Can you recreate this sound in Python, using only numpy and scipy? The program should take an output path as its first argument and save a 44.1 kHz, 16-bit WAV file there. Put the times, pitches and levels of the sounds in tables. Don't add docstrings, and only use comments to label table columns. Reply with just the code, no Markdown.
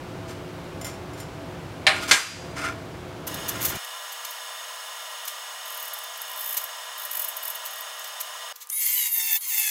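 import sys
import numpy as np
from scipy import signal
from scipy.fft import rfft, irfft
from scipy.io import wavfile

SR = 44100
rng = np.random.default_rng(int(sys.argv[2]) if len(sys.argv) > 2 else 0)


def log_audio(samples):
    frames = np.atleast_2d(samples).T
    limited = np.clip(frames, -1, 1)
    pcm = np.round(limited * 32767).astype(np.int16)
    wavfile.write(sys.argv[1], SR, pcm)


N = 427769
T = np.arange(N) / SR
HZ = np.fft.rfftfreq(N, 1 / SR)
SPEED_UP_S, SLOW_END_S, INDOOR_END_S = 3.267, 3.774, 8.528


def amp(db):
    return 10 ** (np.asarray(db) / 20)


def unit(x):
    return x / np.sqrt(np.mean(x ** 2) + 1e-20)


def read(points, hz):
    f, value = np.transpose(points)
    return np.interp(np.log(hz + 1), np.log(f + 1), value)


def curve(rows):
    rows = np.array(rows)
    return np.interp(T, rows[:, 0], rows[:, 1])


def gate(start, end, fade=0.0034):
    return np.clip((T - start) / fade, 0, 1) * np.clip((end - T) / fade, 0, 1)


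def swell(start, length, attack, release):
    rise = np.clip((T - start) / attack, 0, 1)
    return rise * np.exp(-np.maximum(T - start - length, 0) / release)


def add(mix, s, sound):
    part = mix[round(s * SR):][:len(sound)]
    part += sound[:len(part)]


def colour(x, db):
    return unit(irfft(rfft(x) * amp(db), N))


def noise(db):
    return colour(rng.standard_normal(N), db)


def wander(hz):
    return unit(irfft(rfft(rng.standard_normal(N)) * np.exp(-(HZ / hz) ** 2), N))


def grit(per_s, spread_db):
    size = amp(spread_db * np.minimum(rng.exponential(1, N), 4))
    return size * rng.standard_normal(N) * (rng.random(N) < per_s / SR)


def bell(hz, width):
    return 1 / (1 + (2 * (HZ - hz) / width) ** 2)


def ripple(spacing_hz):
    knots = np.arange(0, SR / 2, spacing_hz)
    return unit(np.interp(HZ, knots, rng.standard_normal(SR)[:len(knots)]))


def flaring(drive, modes, flare_db, rate_hz):
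    total = 0
    for hz, width, db in modes:
        flare = amp(db + flare_db * wander(rate_hz))
        total = total + flare * colour(drive, 20 * np.log10(bell(hz, width)))
    return unit(total)


def mode_ring(hz, t60, t):
    phase, split = rng.random(), 1 + 0.0024 * rng.uniform(0.5, 1)
    pair = np.sin(2 * np.pi * (hz * t + phase)) + .3 * np.sin(2 * np.pi * (hz * split * t + phase))
    return pair * np.exp(-np.log(1000) * t / t60)


def dying(spectrum, t60):
    hz, t, z = signal.stft(rng.standard_normal(SR), SR, nperseg=256)
    z = z * amp(read(spectrum, hz))[:, None]
    start = np.std(signal.istft(z, SR, nperseg=256)[1])
    decay = np.exp(-np.log(1000) * t / read(t60, hz)[:, None])
    return signal.istft(z * decay, SR, nperseg=256)[1][:SR] / start


def hum(lines, drift_hz, rate_hz, flutter):
    drift = np.cumsum(wander(rate_hz)) * drift_hz / lines[-1][0]
    waver = [1 + flutter * wander(rate_hz) for _ in range(3)]
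    total = 0
    for k, (hz, db) in enumerate(lines):
        cycles = hz * (T + drift / SR) + rng.random()
        total = total + amp(db) * waver[k % len(waver)] * np.sin(2 * np.pi * cycles)
    return np.sqrt(2) * total


# (frequency [Hz], relative density [dB per Hz])
FAN_AIR_SPECTRUM = [(21, -55), (35, -15.5), (102, 0.5), (177, -3.5), (217, -9), (295, -4.5), (453, -9.5),
                    (663, -10.5), (922, -12.5), (1530, -17), (1920, -21), (2300, -20.5), (2610, -23),
                    (2810, -22.5), (15000, -43)]
# (frequency [Hz], level [dB])
FAN_HUM_LINES = [(166.9, -52.5), (290.7, -50), (360.7, -51), (516.8, -55), (656.8, -50.5)]
# (time [s], gain [dB])
FAN_DIP = [(2.12, 0), (2.16, -9), (2.2, -16), (2.28, -14), (2.36, -5), (2.46, 0)]


def fan():
    air = amp(-38) * noise(read(FAN_AIR_SPECTRUM, HZ))
    motor = hum(FAN_HUM_LINES, drift_hz=0.34, rate_hz=5.2, flutter=0.49)
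    return (air + motor) * amp(curve(FAN_DIP)) * gate(-1, SLOW_END_S)


# (start [s], rise and hold [s], grinding body [dB], gritty top [dB])
SHOVES = [(0.273, .035, -45.5, -46), (0.831, 0.068, -48, -44.5), (1.16, .04, -55, -47),
          (1.937, .04, -35, -44), (2.006, 0.027, -37, -35.5), (2.073, 0.024, -37, -31),
          (2.555, 0.13, -32, -43.5), (3.456, 0.316, -42.5, -48)]
# (frequency [Hz], relative density [dB per Hz])
GRINDING_SPECTRUM = [(530, -28), (900, -13), (1400, -2.5), (1560, -8), (2200, -6.5), (3240, -19.5),
                     (4290, -25), (5300, -21), (9000, -33.5), (11700, -54), (19800, -120)]
# (frequency [Hz], relative density [dB per Hz])
GRITTY_SPECTRUM = [(2500, -7), (5000, -2.5), (7000, -2.5), (9000, -5), (12000, -8.5), (15500, -13)]


def slides():
    ring_db = 10 * np.log10(0.079 + sum(bell(mode[0], 32) for mode in FRAME_MODES))
    catches = grit(per_s=12000, spread_db=-0.3) * amp(1.6 * wander(50))
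    body = colour(catches, read(GRINDING_SPECTRUM, HZ) + ring_db)
    top = colour(catches, read(GRITTY_SPECTRUM, HZ) + ring_db)
    out = np.zeros(N)
    for s, length, body_db, top_db in SHOVES:
        shove = swell(s, length, attack=0.023, release=0.034)
        out += shove * (amp(body_db) * body + amp(top_db) * top)
    return out


# (time [s], ring gain [dB])
BAR_TOUCHES = [(.302, -61), (.812, -45), (.845, -40), (.866, -44), (1.133, -55), (1.176, -57), (1.2, -47.5)]
# (frequency [Hz], t60 [s], relative amplitude [dB])
BAR_MODES = [(2080, 0.18, 0), (3200, 0.17, -10), (5000, 0.27, -7), (5530, 0.4, -4.5), (7140, 0.25, 1),
             (7400, .15, -5), (11500, 0.16, -4), (14500, .1, -11)]


def clinks():
    out, t = np.zeros(N), np.arange(SR // 2) / SR
    scratch = noise(read(GRITTY_SPECTRUM, HZ) + 4.7 * ripple(250))
    for s, db in BAR_TOUCHES:
        ring = sum(amp(mode_db) * mode_ring(hz, t60, t) for hz, t60, mode_db in BAR_MODES)
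        add(out, s, amp(db) * ring * (1 - np.exp(-t / .0005)))
        out += amp(db + 6.5) * swell(s, 0, attack=.001, release=0.013) * scratch
    return out


# (time [s], ring gain [dB], sheet gain [dB], crack gain [dB], contact [0 edge, 1 corner])
LANDINGS = [(1.8666, -16.5, -14, -11, 0), (2.111, -14.5, -12.5, -12, 1)]
# (frequency [Hz], t60 [s], relative amplitude struck on edge [dB], same struck on corner [dB])
FRAME_MODES = [(619, 0.42, -6, -28), (778, 0.29, -1, -14), (1046, 0.32, -6, -14), (1261, 0.33, -10, -7),
               (1421, 0.36, -5, -8), (1620, 0.35, -5, -4), (1789, 0.32, -3, -8), (2085, 0.32, -4, -2),
               (2272, 0.36, 0, -13), (2420, 0.35, -4, -10), (2667, 0.31, -5, -16), (2906, 0.28, -4, -10),
               (3215, 0.31, -11, -7), (3476, 0.25, -17, -2), (3604, 0.28, -10, -9), (4094, 0.3, 1, -6),
               (4459, 0.28, -16, -5), (4802, 1.15, -24, -14), (5099, 0.31, -37, -10), (5323, 0.28, -22, -9),
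               (5939, 0.33, -30, -8), (6160, 0.28, -26, -3), (6751, 0.26, -27, -5), (7337, 0.38, -21, -13),
               (7603, 0.42, -29, -10), (8433, 0.35, -39, -10), (8780, 0.35, -39, -9),
               (10072, 0.49, -36, -17), (10872, 0.4, -41, -20), (11907, 0.37, -43, -18)]
# (frequency [Hz], relative density [dB per Hz])
EDGE_SPECTRUM = [(88, -45), (150, -23), (464, -14), (786, -3.5), (901, -20), (1030, -13), (1160, -7),
                 (1380, -8), (2340, -1), (4630, -7.5), (6080, -19.5), (9340, -23), (15800, -52)]
# (frequency [Hz], relative density [dB per Hz])
CORNER_SPECTRUM = [(88, -51), (150, -18), (492, -12), (564, -14), (833, -16), (1380, -5.5), (1710, -3.5),
                   (2120, -1.5), (3520, -6), (3810, -5.5), (6840, -7.5), (12000, -26.5), (15800, -40)]
# (frequency [Hz], t60 [s])
SHEET_DECAY = [(200, 0.16), (1000, 0.53), (2500, 0.23), (6000, 0.19), (14000, 0.47)]
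# (frequency [Hz], t60 [s])
ROOM_DECAY = [(200, 0.43), (1500, 1), (5000, 0.98), (14000, 1)]


def blows():
    out, t = np.zeros(N), np.arange(SR) / SR
    for s, ring_db, sheet_db, crack_db, contact in LANDINGS:
        corner = int(contact > .5)
        spectrum = [EDGE_SPECTRUM, CORNER_SPECTRUM][corner]
        sizes = amp([mode[2 + corner] for mode in FRAME_MODES])
        ring = sum(size * mode_ring(mode[0], mode[1], t) for size, mode in zip(sizes, FRAME_MODES))
        ring = ring / np.linalg.norm(sizes)
        ring *= 1 + np.exp(-t / 0.016)
        sheet = dying(spectrum, SHEET_DECAY)
        crack = dying(spectrum, SHEET_DECAY) * np.exp(-t / 0.033)
        room = amp(-15.5) * dying(spectrum, ROOM_DECAY) * (1 - np.exp(-t / 0.0093))
        blow = amp(ring_db) * ring + amp(sheet_db) * (sheet + room) + amp(crack_db) * crack
        add(out, s, blow * (1 - np.exp(-t / .0004)))
    return out


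# (start [s], rise and hold [s], frequency [Hz], level [dB])
SQUEAL_NOTES = [(2.617, 0.08, 1380, -34.5), (8.76, 0.16, 2180, -45.5), (8.81, 0.099, 7700, -41),
                (8.86, 0.11, 13250, -28), (9.1, 0.051, 11040, -33), (9.11, 0.07, 13070, -22.5)]


def squeals():
    out = np.zeros(N)
    for s, length, hz, db in SQUEAL_NOTES:
        note = noise(20 * np.log10(bell(hz, width=100)))
        out += amp(db) * swell(s, length, attack=0.02, release=.025) * note
    return out


# (frequency [Hz], relative density [dB per Hz])
FAST_AIR_SPECTRUM = [(59, -82), (100, -48.5), (307, -45), (469, -26.5), (522, -14.5), (605, -5.5),
                     (1010, -4), (1500, -5.5), (1900, -5), (2070, -11.5), (2840, -9), (3820, -10),
                     (6630, -13), (7220, -13.5), (15800, -14)]
# (frequency [Hz], width [Hz], height [dB])
FAST_AIR_PEAKS = [(634, 93, 5), (1010, 113, 8), (1370, 56, 6), (1888, 38, 7.5), (3565, 123, 12.5),
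                  (5260, 250, 9.5), (5770, 100, -3), (5770, 72, 5), (6610, 230, 13), (7820, 180, 6),
                  (8580, 250, 6.5), (9200, 460, -1), (10600, 370, 5), (11900, 200, 2.5), (13400, 2000, -4)]
# (frequency [Hz], level [dB])
FAST_WHINE_LINES = [(484.5, -62), (1028, -58), (1200, -52), (1685, -53), (1868, -58), (1938, -57),
                    (2169, -57), (2422, -63), (2654, -59), (2885, -52), (2907, -50), (3138, -51),
                    (3370, -59), (3601, -58), (3854, -62), (4107, -65), (4360, -66)]


def fast_fan():
    peaks_db = sum(db * bell(hz, width) for hz, width, db in FAST_AIR_PEAKS)
    air = amp(-38) * noise(read(FAST_AIR_SPECTRUM, HZ) + peaks_db)
    whine = hum(FAST_WHINE_LINES, drift_hz=1.12, rate_hz=5.0, flutter=0.13)
    lingering = amp(-57.5) * colour(whine, 10 * np.log10(bell(940, 900)))
    return (air + whine) * gate(SPEED_UP_S, INDOOR_END_S) + lingering * gate(INDOOR_END_S, 8.77)


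# (first stroke [s], last stroke [s], strokes [count], first gain [dB], last gain [dB])
SCRIBBLE_RUNS = [(5.66, 5.749, 5, -43, -36), (5.775, 5.882, 5, -36, -38), (5.939, 6.04, 3, -34, -37),
                 (6.176, 6.219, 2, -40, -36.5), (6.282, 6.335, 4, -42, -43), (6.362, 6.546, 12, -35, -30),
                 (6.615, 6.642, 2, -38, -29), (6.982, 7.055, 5, -36.5, -34), (7.116, 7.174, 4, -31, -27),
                 (7.199, 7.247, 3, -27.5, -28), (7.433, 7.504, 4, -30, -31), (7.712, 7.81, 5, -39, -40)]


def scribbles():
    rows = []
    for first, last, count, first_db, last_db in SCRIBBLE_RUNS:
        for along in np.linspace(0, 1, round(count)):
            db = first_db + along * (last_db - first_db) + 1.4 * rng.standard_normal()
            rows.append((first + along * (last - first), db, .0072, -18.5))
    return rows


# (middle [s], gain [dB], half-power length [s], body relative to top before a common boost [dB])
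SINGLE_TOUCHES = [(3.277, -34.5, 0.011, -7.5), (3.346, -35.5, .007, -5), (3.492, -30, 0.013, -6.5),
                  (3.631, -31, 0.029, -7), (3.658, -24.5, 0.014, -8), (3.692, -35, 0.028, -4),
                  (3.758, -43, .012, 1), (3.847, -39, .0055, -8), (4.128, -41, .012, -5),
                  (4.252, -39.5, .0065, 3.5), (4.31, -38, .006, -9), (5.255, -37, .005, -7),
                  (5.281, -30.5, 0.0055, -4), (6.576, -23.5, 0.012, -10.5), (7.288, -27, 0.01, -28),
                  (7.371, -31, .008, -22), (7.555, -35, 0.0092, -16), (7.662, -37.5, 0.022, -8),
                  (7.996, -40, .0045, -8), (8.045, -42, 0.0051, 0), (8.076, -40, .012, -17),
                  (8.209, -32.5, .012, -7), (8.562, -41, 0.006, -4), (8.621, -47, 0.023, 0)]
# (frequency [Hz], relative density [dB per Hz])
STROKE_TOP_SPECTRUM = [(1000, -70), (6000, -35), (8000, -6), (10000, -4), (11800, 3), (15700, -3.5)]
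# (frequency [Hz], relative density [dB per Hz])
STROKE_BODY_SPECTRUM = [(300, -38), (800, -26), (2200, -7), (4000, -4), (5500, -6), (6450, -0.5),
                        (8000, -7), (10000, -12.5)]
# (frequency [Hz], width [Hz], relative gain [dB])
SQUEAK_MODES = [(10050, 520, -12), (11330, 350, -4), (12260, 400, -9.5), (13300, 400, -11), (14050, 200, 2),
                (14900, 400, -2)]


def strokes():
    top, body = np.zeros(N), np.zeros(N)
    t = np.arange(-SR // 10, SR // 10) / SR
    for s, db, length, body_db in SINGLE_TOUCHES + scribbles():
        bite = np.exp(-np.log(2) * abs(2 * t / length) ** 3)
        release = np.exp(-np.log(2) * (2 * t / length) ** 2)
        tail = amp(-20.5) * np.exp(-abs(t) / 0.017)
        power = np.where(t < 0, bite, release + tail)
        add(top, s + t[0], amp(db) ** 2 * power)
        add(body, s + t[0], amp(db + body_db) ** 2 * power)
    scratch = grit(per_s=16000, spread_db=3.0)
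    hiss = amp(-4.5) * colour(scratch, read(STROKE_TOP_SPECTRUM, HZ))
    squeak = amp(-3.5) * flaring(scratch, SQUEAK_MODES, flare_db=3.0, rate_hz=82)
    scrape = amp(4.5) * colour(scratch, read(STROKE_BODY_SPECTRUM, HZ) + 2.3 * ripple(110.8))
    return np.sqrt(top) * (hiss + squeak) + np.sqrt(body) * scrape


# (frequency [Hz], relative density [dB per Hz])
YARD_SPECTRUM = [(88, -83), (150, -43), (278, -56), (477, -18), (1050, -0.5), (1180, -2), (1800, -7),
                 (2650, -9), (5200, -8), (11500, -19), (15000, -9)]


def outdoors():
    return amp(-52.5) * noise(read(YARD_SPECTRUM, HZ)) * gate(INDOOR_END_S, 11)


# (time [s], level [dB])
START_CLICKS = [(8.672, -38), (8.692, -33), (8.697, -30), (8.7, -19), (8.703, -24)]
# (frequency [Hz], relative density [dB per Hz])
CLICK_SPECTRUM = [(300, -50), (1500, -31), (5000, -20), (6300, -3), (7300, -5), (8500, -8), (11000, -1),
                  (15700, -14)]


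def clicks():
    level = sum(amp(db) * (T >= s) * np.exp(-abs(T - s) / 0.0014) for s, db in START_CLICKS)
    return level * noise(read(CLICK_SPECTRUM, HZ))


def orders(turns, table, rate_hz, flicker_db, loose=1):
    total = 0
    for multiple, db, blur_hz in table:
        level = amp(db + flicker_db * wander(23))
        blur = np.cumsum(loose * wander(rate_hz)) * blur_hz / SR
        total = total + level * np.sin(2 * np.pi * (multiple * turns + blur))
    return np.sqrt(2) * total


# (start [s], end [s], full bite [dB], time to sink in [s],
# full screech [dB], full knocking before skitter and flicker [dB])
CUT_PUSHES = [(8.757, 9.075, -30, 0.057, -27.5, -38.5), (9.08, 9.368, -30.5, 0.081, -27.5, -34.5),
              (9.405, 9.72, -29.5, 0.1, -27.5, -34)]


def pushes():
    bite, screech, knocking = np.zeros((3, N))
    for start, end, bite_db, sink_s, screech_db, knock_db in CUT_PUSHES:
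        contact = swell(start, end - start, attack=.005, release=0.0099)
        depth_db = -9.5 * np.exp(-((T - start) / sink_s) ** 2)
        bite += contact * amp(bite_db + depth_db)
        screech += contact * amp(screech_db + 0.93 * depth_db)
        knocking += contact * amp(knock_db + 1.73 * depth_db)
    return bite, screech, knocking


# (time [s], disc rate [turns/s])
DISC_SPEED = [(8.698, 700), (8.715, 990), (8.73, 1070), (8.76, 1112), (8.9, 1045), (9.056, 945), (9.2, 908),
              (9.372, 878), (9.385, 1050), (9.41, 1095), (9.485, 1050), (9.515, 900), (9.7, 850)]
# (multiple of disc rate, relative level [dB], rms pitch wander [Hz])
MOTOR_TONES = [(3.48, -19.5, 14), (9.25, -1.5, 132), (12, -1, 20.5)]
# (multiple of disc rate, relative level [dB], rms pitch wander before skitter [Hz])
DISC_TONES = [(1, -18, 12), (2, -12.5, 28), (3, -5.5, 30), (4, -5, 26.2), (5, -11.5, 80), (6, -13.5, 77),
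              (7, -10, 110)]
# (start [s], rise and hold [s], whine gain added [dB], rush of the disc [dB])
FREE_SPINS = [(8.705, 0.092, -31.5, -40.5), (9.375, .1, -48, -54)]
# (frequency [Hz], relative density [dB per Hz])
ABRASION_SPECTRUM = [(300, -68), (500, -46), (800, -25), (1500, -10), (2150, 2.5), (3100, -1.5),
                     (4300, 0.5), (5400, -0.5), (7000, 6.5), (8500, 0.5), (10400, 2), (11500, -0.5),
                     (15700, -6.5)]
# (frequency [Hz], width [Hz], relative gain [dB])
SCREECH_MODES = [(7860, 160, -22), (10360, 410, -5.5), (11700, 650, -14), (12500, 260, -2),
                 (12920, 180, -1), (13700, 390, -2), (14800, 450, 2)]


def grinder():
    speed = curve(DISC_SPEED)
    turns = np.cumsum(speed) / SR
    skitter = np.exp((speed - speed.max()) / 80)
    bite, ringing, knocking = pushes()
    drive, rush = amp(-45), 0
    for s, length, whine_db, rush_db in FREE_SPINS:
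        free = swell(s, length, attack=0.026, release=0.035)
        drive = drive + amp(whine_db) * free
        rush = rush + amp(rush_db) * free
    whine = drive * orders(turns, MOTOR_TONES, rate_hz=400, flicker_db=1.0)
    tones = orders(turns, DISC_TONES, rate_hz=250, flicker_db=3.0, loose=1 + 2.2 * skitter)
    knock = knocking * amp(-4 * skitter + 2.75 * wander(90)) * tones
    chatter = amp(1.1 * wander(250) + 1.1 * wander(30))
    pressure = (1 + .5 * np.cos(2 * np.pi * turns)) * chatter
    tearing = grit(per_s=30000, spread_db=-1.5) * pressure
    abrasion = np.hypot(bite, rush) * colour(tearing, read(ABRASION_SPECTRUM, HZ) + 3.9 * ripple(90))
    screech = np.hypot(ringing, rush) * flaring(tearing, SCREECH_MODES, flare_db=4.5, rate_hz=20)
    return (whine + knock + abrasion + screech) * gate(8.7, 11, fade=0.0072)


def low_cut(x):
    return signal.sosfilt(signal.butter(8, 440, "highpass", fs=SR, output="sos"), x)


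def scene():
    workshop = fan() + slides() + clinks() + blows()
    sped_up = fast_fan() + outdoors() + low_cut(strokes() + clicks() + grinder())
    return (workshop + low_cut(squeals()) + sped_up)[None]


def record(dry):
    limited = np.tanh(dry)
    band_limit = signal.firwin(511, 15850, window=("kaiser", 9), fs=SR)
    return signal.oaconvolve(limited, band_limit[None], "same")


dry = scene()
out = record(dry)
log_audio(out)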